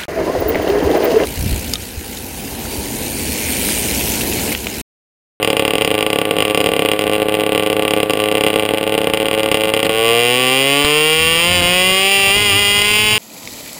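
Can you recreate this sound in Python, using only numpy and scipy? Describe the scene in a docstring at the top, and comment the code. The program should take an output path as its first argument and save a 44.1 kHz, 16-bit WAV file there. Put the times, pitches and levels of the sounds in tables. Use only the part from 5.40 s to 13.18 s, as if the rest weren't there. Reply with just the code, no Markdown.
"""Two-stroke golf cart launch

A tuned racing cart, heard from a camera on board. On the start line the rev limiter cuts most sparks,
so the exhaust sputters and pops through the ringing pipe. With a knock it launches: every turn fires
and the pitch climbs down the strip, with wind and a shaking frame. The loud pulses overload the
microphone, and the camera's slow sampling adds a metallic treble."""
import sys
import numpy as np
from scipy import signal
from scipy.fft import rfft, irfft, next_fast_len
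from scipy.io import wavfile
from scipy.ndimage import map_coordinates

SR = 44100
rng = np.random.default_rng(int(sys.argv[2]) if len(sys.argv) > 2 else 0)


def generate_wav(signal):
    """Clip the signal to [-1, 1] and save it as 16-bit WAV at the path in sys.argv[1]."""
    frames = np.transpose(np.atleast_2d(signal))
    scaled = np.clip(frames, -1, 1) * 32767
    pcm = np.round(scaled).astype(np.int16)
    wavfile.write(sys.argv[1], SR, pcm)


N = 343098
TIME = np.arange(N) / SR
LIMITER_HZ, LAUNCH_S = 107, 4.503

# accents, the loudest pops on the start line: t/s, strength/dB above LOUD_DB
LOUD_POPS = [(0.0463, 0), (0.0742, -1), (0.1017, 1), (0.1296, -4), (0.167, 0), (0.1945, 1), (0.2224, -5),
             (0.2783, -2), (0.3346, -2), (0.41, -3), (0.4469, 1), (0.5038, -4), (0.5412, -4), (0.626, -1),
             (0.6639, -1), (0.7297, -1), (0.8145, -2), (0.9847, -1), (1.0226, 0), (1.051, -1), (1.1458, 0),
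             (1.1742, 0), (1.26, -1), (1.3922, 0), (1.4207, -2), (1.4491, -3), (1.515, 0), (1.6102, -6),
             (1.6955, -5), (2.1201, -4), (2.2997, -2), (2.5072, -1), (2.5636, -5), (2.6299, -2),
             (2.6963, -2), (2.7531, -8), (2.9706, -4), (3.0081, -1), (3.0365, -1), (3.0644, 0),
             (3.1582, -1), (3.3358, -3), (3.5778, -1), (3.6706, -2), (3.7354, 0), (3.8836, -2),
             (3.9115, -2), (4.1145, 1), (4.143, 1), (4.337, 1), (4.4288, -1), (4.4932, -1)]
# gap to the next spark when the limiter slips off its beat: wait/turns, chance
SLIPS = [(1, .4), (2, .2), (3, .25), (4, .1), (6, .05)]
# feel of the engine on the limiter: t/s, evenness (0 sputter, 1 purr)
EVENNESS = [(0, 0), (1.5, 0), (1.75, 1), (2.2, 0.39), (2.6, 0.15), (3.1, 0.69), (3.35, 0.75), (4.0, 0.47),
            (4.2, 0.89)]
# extra boom and frame throb as the engine settles on the line: t/s, level/dB
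BOOM_SWELL = [(0, 0.5), (1.3, 0.5), (1.7, 1.5), (2.9, 1.5), (3.3, 1), (4.5, -0.5)]
# crank speed from the launch on: t/s, f/Hz
REVS = [(4.5, 109.5), (4.89, 121.5), (5.0, 127.1), (5.08, 128.2), (5.28, 138.5), (5.55, 150.8),
        (5.96, 165.9), (6.13, 179.3), (6.23, 174.4), (6.33, 180.1), (6.72, 197.1), (6.9, 195.9),
        (6.98, 206.0), (7.04, 207.3), (7.13, 196.3), (7.19, 204.5), (7.26, 202.4), (7.4, 205.0),
        (7.61, 212.5), (7.78, 213.9)]
# firings upset by bumps: t/s, strength lost/dB (negative hits harder)
MISFIRES = [(6.157, -3), (6.214, 8)]
# ring of pipe and body: f/Hz, half width/Hz, level/dB
PIPE_MODES = [(143, 27, -12.5), (178, 16.6, -2), (289, 27.4, 2), (407, 92, -3), (464.8, 29.2, 6.5),
              (543, 41.4, 1), (701.6, 31.5, -1.5), (778, 19.3, -5), (856.7, 16, -9.5), (1042, 36, -6.5),
              (1148, 41.3, 1.5), (1442, 82, -6.5), (1820, 100, -9), (2056, 92, -1.5), (2377, 111, -1),
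              (2528, 50, -2), (2779, 89, 2.5), (3000, 380, -0.5), (3267, 108, -4), (3878, 160, -11),
              (4865, 210, -11.5), (5464, 316, -15)]
# borders of the exhaust's four registers, boom, bark, rasp and crack: f/Hz
REGISTER_EDGES = [60, 900, 1700, 4200, 6000]
# a row a register: pop level/dB, growth/dB per dB of strength, turbulence against the pulse/dB,
# open-throttle level/dB, tilt/dB per octave of revs
REGISTERS = [(-15, 0.5, -17.5, -15, -7.5), (-28.5, 0.71, -19, -27.5, 1), (-21, 1.91, -13.5, -14.5, 2),
             (-37, 3, -13.5, -25.5, 4)]
# level rides on the two low registers during the run: t/s, boom/dB, bark/dB
LOW_RIDES = [(4.5, -1, 3), (5.0, 1, -1.5), (5.6, -1.5, 3), (5.8, -3, -0.5), (6.35, 2, 3.5),
             (6.65, 2.5, -6.5), (7.0, 0, 1.5), (7.78, -2.5, 2)]
# spectrum of wind on the microphone: f/Hz, level/dB
WIND_COLOUR = [(20, -15), (50, -3), (95, -2), (160, -5), (300, -10.5), (700, -10.5), (2000, -33),
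               (6000, -45)]
# spectrum of machinery and the distant track: f/Hz, level/dB
DIN_COLOUR = [(40, -28), (120, -17), (350, -28), (700, -3.5), (1500, -3.5), (2700, 2), (4200, -13),
              (6000, -29)]
# jolts to the chassis: t/s, level/dB, time to fall 20 dB/s
KNOCKS = [(4.452, -15, 0.014), (4.464, -26, 0.013), (5.4468, -8, 0.012), (6.145, -23, .03),
          (6.214, -21, 0.027), (6.589, -28, .03), (6.79, -22, .03)]
# spectrum of a knock's body: f/Hz, level/dB
KNOCK_COLOUR = [(30, -16), (150, 2), (300, 2), (600, -16), (1200, -9.5), (3200, -8.5), (5000, -9),
                (6000, -34)]
# lower and upper edge of a knock's bright attack: f/Hz
CLACK_BAND = [700, 3980]
# bouts of frame shudder: middle t/s, half length/s, level/dB
SHAKES = [(5.84, .07, -32), (6.157, 0.073, -29), (7.084, 0.13, -28.5), (7.672, 0.4, -34)]

# firing strengths against a middling pop; each register scales them by its own growth
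LOUD_DB, POP_DB, WEAK_DB, PUFF_DB, UNLIT_DB = 5.5, 3, -4, -13, -19.5
PURR_POP_DB, PURR_PUFF_DB = -2.5, 5.5   # a purr has softer pops and fuller puffs
BEAT_TURNS, SLIP_CHANCE = 3, .4


def from_db(db):
    """Decibels to gain."""
    return 10 ** (np.asarray(db) / 20)


def rms_one(x):
    """Scale to unit rms."""
    return x / np.sqrt(np.mean(x ** 2) + 1e-20)


def curve(rows, times, column=0):
    """One value column of a breakpoint curve at the given times."""
    knots, *values = np.transpose(rows)
    return np.interp(times, knots, values[column])


def noise(colour):
    """Noise with the given spectrum, rms 1."""
    hz, db = np.transpose(colour)
    size = next_fast_len(N)
    bins = np.maximum(np.fft.rfftfreq(size, 1 / SR), 1)
    gain = from_db(np.interp(np.log(bins), np.log(hz), db))
    return rms_one(irfft(rfft(rng.standard_normal(size)) * gain, size)[:N])


def drift(rate_hz):
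    """Slow random wander, rms 1."""
    knots = rng.standard_normal(4000)
    return rms_one(np.interp(TIME * rate_hz, np.arange(len(knots)), knots))


def bell(middle_s, half_length_s):
    """A smooth swell of height 1."""
    return np.exp(-((TIME - middle_s) / half_length_s) ** 2)


def hit(start_s, db, decay_s):
    """Envelope with an instant attack, falling 20 dB every decay_s."""
    return from_db(db - 20 * np.clip((TIME - start_s) / decay_s, 0, 10)) * (TIME >= start_s)


def clicks(times, heights):
    """Band-limited clicks placed between samples."""
    taps = np.floor(times * SR).astype(int)[:, None] + np.arange(-5, 7)
    offset = taps - times[:, None] * SR
    shape = np.sinc(offset) * np.sinc(offset / 6)
    inside = (taps >= 0) & (taps < N)
    return np.bincount(taps[inside], (shape * heights[:, None])[inside], N)


def accent_turns(rise_s=.0009):
    """Times and turn numbers of the start, each loud pop and the launch, which is turn zero."""
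    marks = np.r_[0, np.array(LOUD_POPS)[:, 0] + rise_s, LAUNCH_S]
    turn = np.r_[0, np.cumsum(np.round(np.diff(marks) * LIMITER_HZ))].astype(int)
    return marks, turn - turn[-1]


def crank():
    """Turns of the crankshaft at every sample, zero at the launch."""
    racing = np.cumsum(curve(REVS, TIME)) / SR
    racing -= np.interp(LAUNCH_S, TIME, racing)
    return np.where(TIME < LAUNCH_S, np.interp(TIME, *accent_turns()), racing)


def rev_limiter(puff_spread_db, pop_spread_db):
    """Time and strength of each turn: sparks pop on a slipping three-turn beat, unlit turns puff."""
    marks, numbers = accent_turns()
    times = np.interp(np.arange(numbers[0], 0), numbers, marks)
    loud_turns = numbers[1:-1] - numbers[0]
    waits, chances = np.transpose(SLIPS)
    slip_wait = rng.choice(waits.astype(int), len(times), p=chances)
    slip, puff, pop = rng.random((3, len(times)))
    purr = curve(EVENNESS, times)
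    strength = PUFF_DB + puff_spread_db * (2 * puff - 1) + PURR_PUFF_DB * purr
    pop_db = POP_DB + pop_spread_db * (2 * pop - 1) + PURR_POP_DB * purr
    turn, wait = 0, BEAT_TURNS
    for loud in loud_turns:
        while turn < loud:
            left = loud - turn
            on_beat = left % BEAT_TURNS == 0 and (left == BEAT_TURNS or slip[turn] > SLIP_CHANCE)
            third_in_a_row = wait == 1 and slip_wait[turn] == 1
            wait = BEAT_TURNS if on_beat or third_in_a_row else slip_wait[turn]
            if wait >= left - 1:   # unburnt charge collects before a loud pop
                wait = left
            strength[turn + BEAT_TURNS:turn + wait - 1:BEAT_TURNS] = WEAK_DB   # ghost beats in long gaps
            turn += wait
            strength[turn] = pop_db[turn]
    strength[loud_turns - 1] = UNLIT_DB
    strength[loud_turns] = np.array(LOUD_POPS)[:, 1] + LOUD_DB
    return times, strength


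def open_throttle(jitter_s, uneven_db, build_s, build_db):
    """Time, rate and strength of each firing on the run: a soft start, then a spark on every turn."""
    turns = crank()
    times = np.interp(np.arange(int(turns[-1]) + 1), turns, TIME)
    timing, force = rng.standard_normal((len(times), 2)).T
    soft_start_db = build_db * np.clip(1 - (times - LAUNCH_S) / build_s, 0, 1)
    bumps_db = sum(db * bell(s, half_length_s=.0029) for s, db in MISFIRES)
    revs_hz = curve(REVS, times)
    spread_db = uneven_db + .5 * np.clip((revs_hz - 190) / 20, 0, 1)   # rougher near top speed
    strength = spread_db * force - soft_start_db - np.interp(times, TIME, bumps_db)
    return times + jitter_s * timing, revs_hz, strength


def pipe_ring(low_hz, high_hz, size=8192):
    """Ring of pipe and body in one register after a click, with unit energy."""
    bins = np.fft.rfftfreq(size, 1 / SR)
    power = sum(from_db(2 * db) / (1 + ((bins - hz) / width) ** 2) ** 2
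                for hz, width, db in PIPE_MODES if low_hz <= hz < high_hz)
    # minimum phase: all modes start together at the click and die away after it
    cepstrum = irfft(np.log(power + 1e-9) / 2)
    cepstrum[1:size // 2] *= 2
    cepstrum[size // 2 + 1:] = 0
    ring = irfft(np.exp(rfft(cepstrum)))
    return -ring / np.sqrt(np.sum(ring ** 2))


def exhaust(gust_s, colour_spread_db):
    """Each turn rings the pipe with a pulse and a turbulent gust; hard pulses are steeper, so brighter."""
    held_s, held_strength = rev_limiter(puff_spread_db=11.5, pop_spread_db=2)
    race_s, race_hz, race_strength = open_throttle(jitter_s=4e-6, uneven_db=.4, build_s=.17, build_db=4)
    times = np.r_[held_s, race_s]
    samples_per_turn = SR / np.r_[np.full(len(held_s), LIMITER_HZ), race_hz]
    fade = np.exp(-2 / (gust_s * SR))
    engine = 0
    for k, (pop_db, growth, gust_db, open_db, tilt) in enumerate(REGISTERS):
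        held_db = pop_db + growth * held_strength + colour_spread_db * rng.standard_normal(len(held_s))
        race_db = open_db + tilt * np.log2(race_hz / LIMITER_HZ) + growth * race_strength
        if k == 0:
            held_db += curve(BOOM_SWELL, held_s)
        if k < 2:
            race_db += curve(LOW_RIDES, race_s, column=k)
        pulses = clicks(times, from_db(np.r_[held_db, race_db]) * np.sqrt(samples_per_turn))
        gust_power = signal.lfilter([1 - fade], [1, -fade], pulses ** 2 + 1e-18)
        gusts = from_db(gust_db) * np.sqrt(gust_power) * rng.standard_normal(N)
        ring = pipe_ring(REGISTER_EDGES[k], REGISTER_EDGES[k + 1])
        engine += signal.oaconvolve(pulses + gusts, ring)[:N]
    return engine


def strip_echo(engine, level_db, t60_s, dull_hz, predelay_s=.012):
    """Walls and the starter's tower scatter a dull tail, which eases off as the cart leaves them."""
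    age = TIME[:SR]
    tail = rng.standard_normal(len(age)) * from_db(-60 * age / t60_s) * (age > predelay_s)
    tail /= np.sqrt(np.sum(tail ** 2))
    tail = signal.sosfilt(signal.butter(1, dull_hz, fs=SR, output="sos"), tail)
    leaving_db = 3.3 * np.clip(TIME - LAUNCH_S, 0, 1)
    return from_db(level_db - leaving_db) * signal.oaconvolve(engine, tail)[:N]


def frame_throb(base_db, db_per_octave):
    """The frame rocks once a turn: a low hum that grows with the revs."""
    octaves = np.log2(curve(REVS, TIME) / LIMITER_HZ)
    level = from_db(base_db + curve(BOOM_SWELL, TIME) + db_per_octave * octaves)
    return np.sqrt(2) * level * np.sin(2 * np.pi * crank())


def wind(rest_db, stream_db, start_s, attack_s, lumpy_db):
    """Air buffets the microphone: a light rumble at rest, then the airstream, with one lull."""
    at_rest = from_db(rest_db - 17 * np.maximum(TIME - LAUNCH_S, 0))   # fades 17 dB/s after the launch
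    lull_db = -7 * bell(middle_s=6.66, half_length_s=.14)
    airstream = np.clip((TIME - start_s) / attack_s, 0, 1) * from_db(stream_db + lull_db)
    return (at_rest + airstream) * from_db(lumpy_db * drift(30)) * noise(WIND_COLOUR)


def track_din(level_db):
    """Machinery and the distant track blur into a steady bed."""
    return from_db(level_db) * noise(DIN_COLOUR)


def chassis_knocks():
    """Each jolt of the cart thumps the chassis: a short burst of dark noise."""
    return sum(hit(s, db, decay_s) for s, db, decay_s in KNOCKS) * noise(KNOCK_COLOUR)


def clacks(against_knock_db, decay_s):
    """Metal meets metal: a bright attack on the front of each knock."""
    band = signal.butter(2, CLACK_BAND, "band", fs=SR, output="sos")
    hiss = rms_one(signal.sosfilt(band, signal.sosfilt(band, rng.standard_normal(N))))
    return hiss * sum(hit(s, db + against_knock_db, decay_s) for s, db, _ in KNOCKS)


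def wall_bounce(engine, level_db, delay_s, sway_s):
    """One reflection whose path wanders once the cart rolls, gently flanging the engine."""
    rolling = np.clip(TIME - LAUNCH_S, 0, 1)
    delay = delay_s + sway_s * drift(3.2)
    return from_db(level_db) * rolling * map_coordinates(engine, [(TIME - delay) * SR], order=3)


def frame_shake(third_harmonic_db, waver_db):
    """In bouts the frame shudders on every second turn, growling an octave under the engine."""
    phase = np.pi * crank()
    bouts = sum(from_db(db) * bell(s, half) for s, half, db in SHAKES)
    growl = np.sin(phase) + from_db(third_harmonic_db) * np.sin(3 * phase)
    return np.sqrt(2) * bouts * from_db(waver_db * drift(25)) * growl


def scene():
    """Mono mix: the engine up front, with its reflections, the chassis, wind and din around it."""
    engine = exhaust(gust_s=.012, colour_spread_db=1.22)
    bounce = wall_bounce(engine, level_db=-11, delay_s=.0024, sway_s=.00013)
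    echo = strip_echo(engine, level_db=-16, t60_s=1, dull_hz=3060)
    din = track_din(level_db=-33)
    throb = frame_throb(base_db=-45, db_per_octave=10.5)
    shake = frame_shake(third_harmonic_db=-5.5, waver_db=2)
    knocks = chassis_knocks()
    air = wind(rest_db=-40.5, stream_db=-31, start_s=5.7, attack_s=.32, lumpy_db=3)
    metal = clacks(against_knock_db=-1, decay_s=.0058)
    return (engine + echo + throb + air + din + knocks + metal + bounce + shake)[None]


def record(dry):
    """The microphone overloads; the camera's slow sample-and-hold mirrors a metallic treble on top."""
    ceiling, mirror_db = .82, -.6
    band_hz, camera_rate_hz, cutoff_hz = 5550, 12000, 15600
    saturated = dry / (1 + (dry / ceiling) ** 6) ** (1 / 6)
    narrow = signal.sosfiltfilt(signal.butter(10, band_hz, fs=SR, output="sos"), saturated)
    mirrored = narrow * (1 + 2 * from_db(mirror_db) * np.cos(2 * np.pi * camera_rate_hz * TIME))
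    size = next_fast_len(N)
    bins = np.fft.rfftfreq(size, 1 / SR)
    hold_droop = np.sinc(bins / camera_rate_hz)
    brick_wall = 1 / (1 + (bins / cutoff_hz) ** 120)
    return irfft(rfft(mirrored, size) * hold_droop * brick_wall, size)[:, :N]


dry = scene()
out = record(dry)
generate_wav(out)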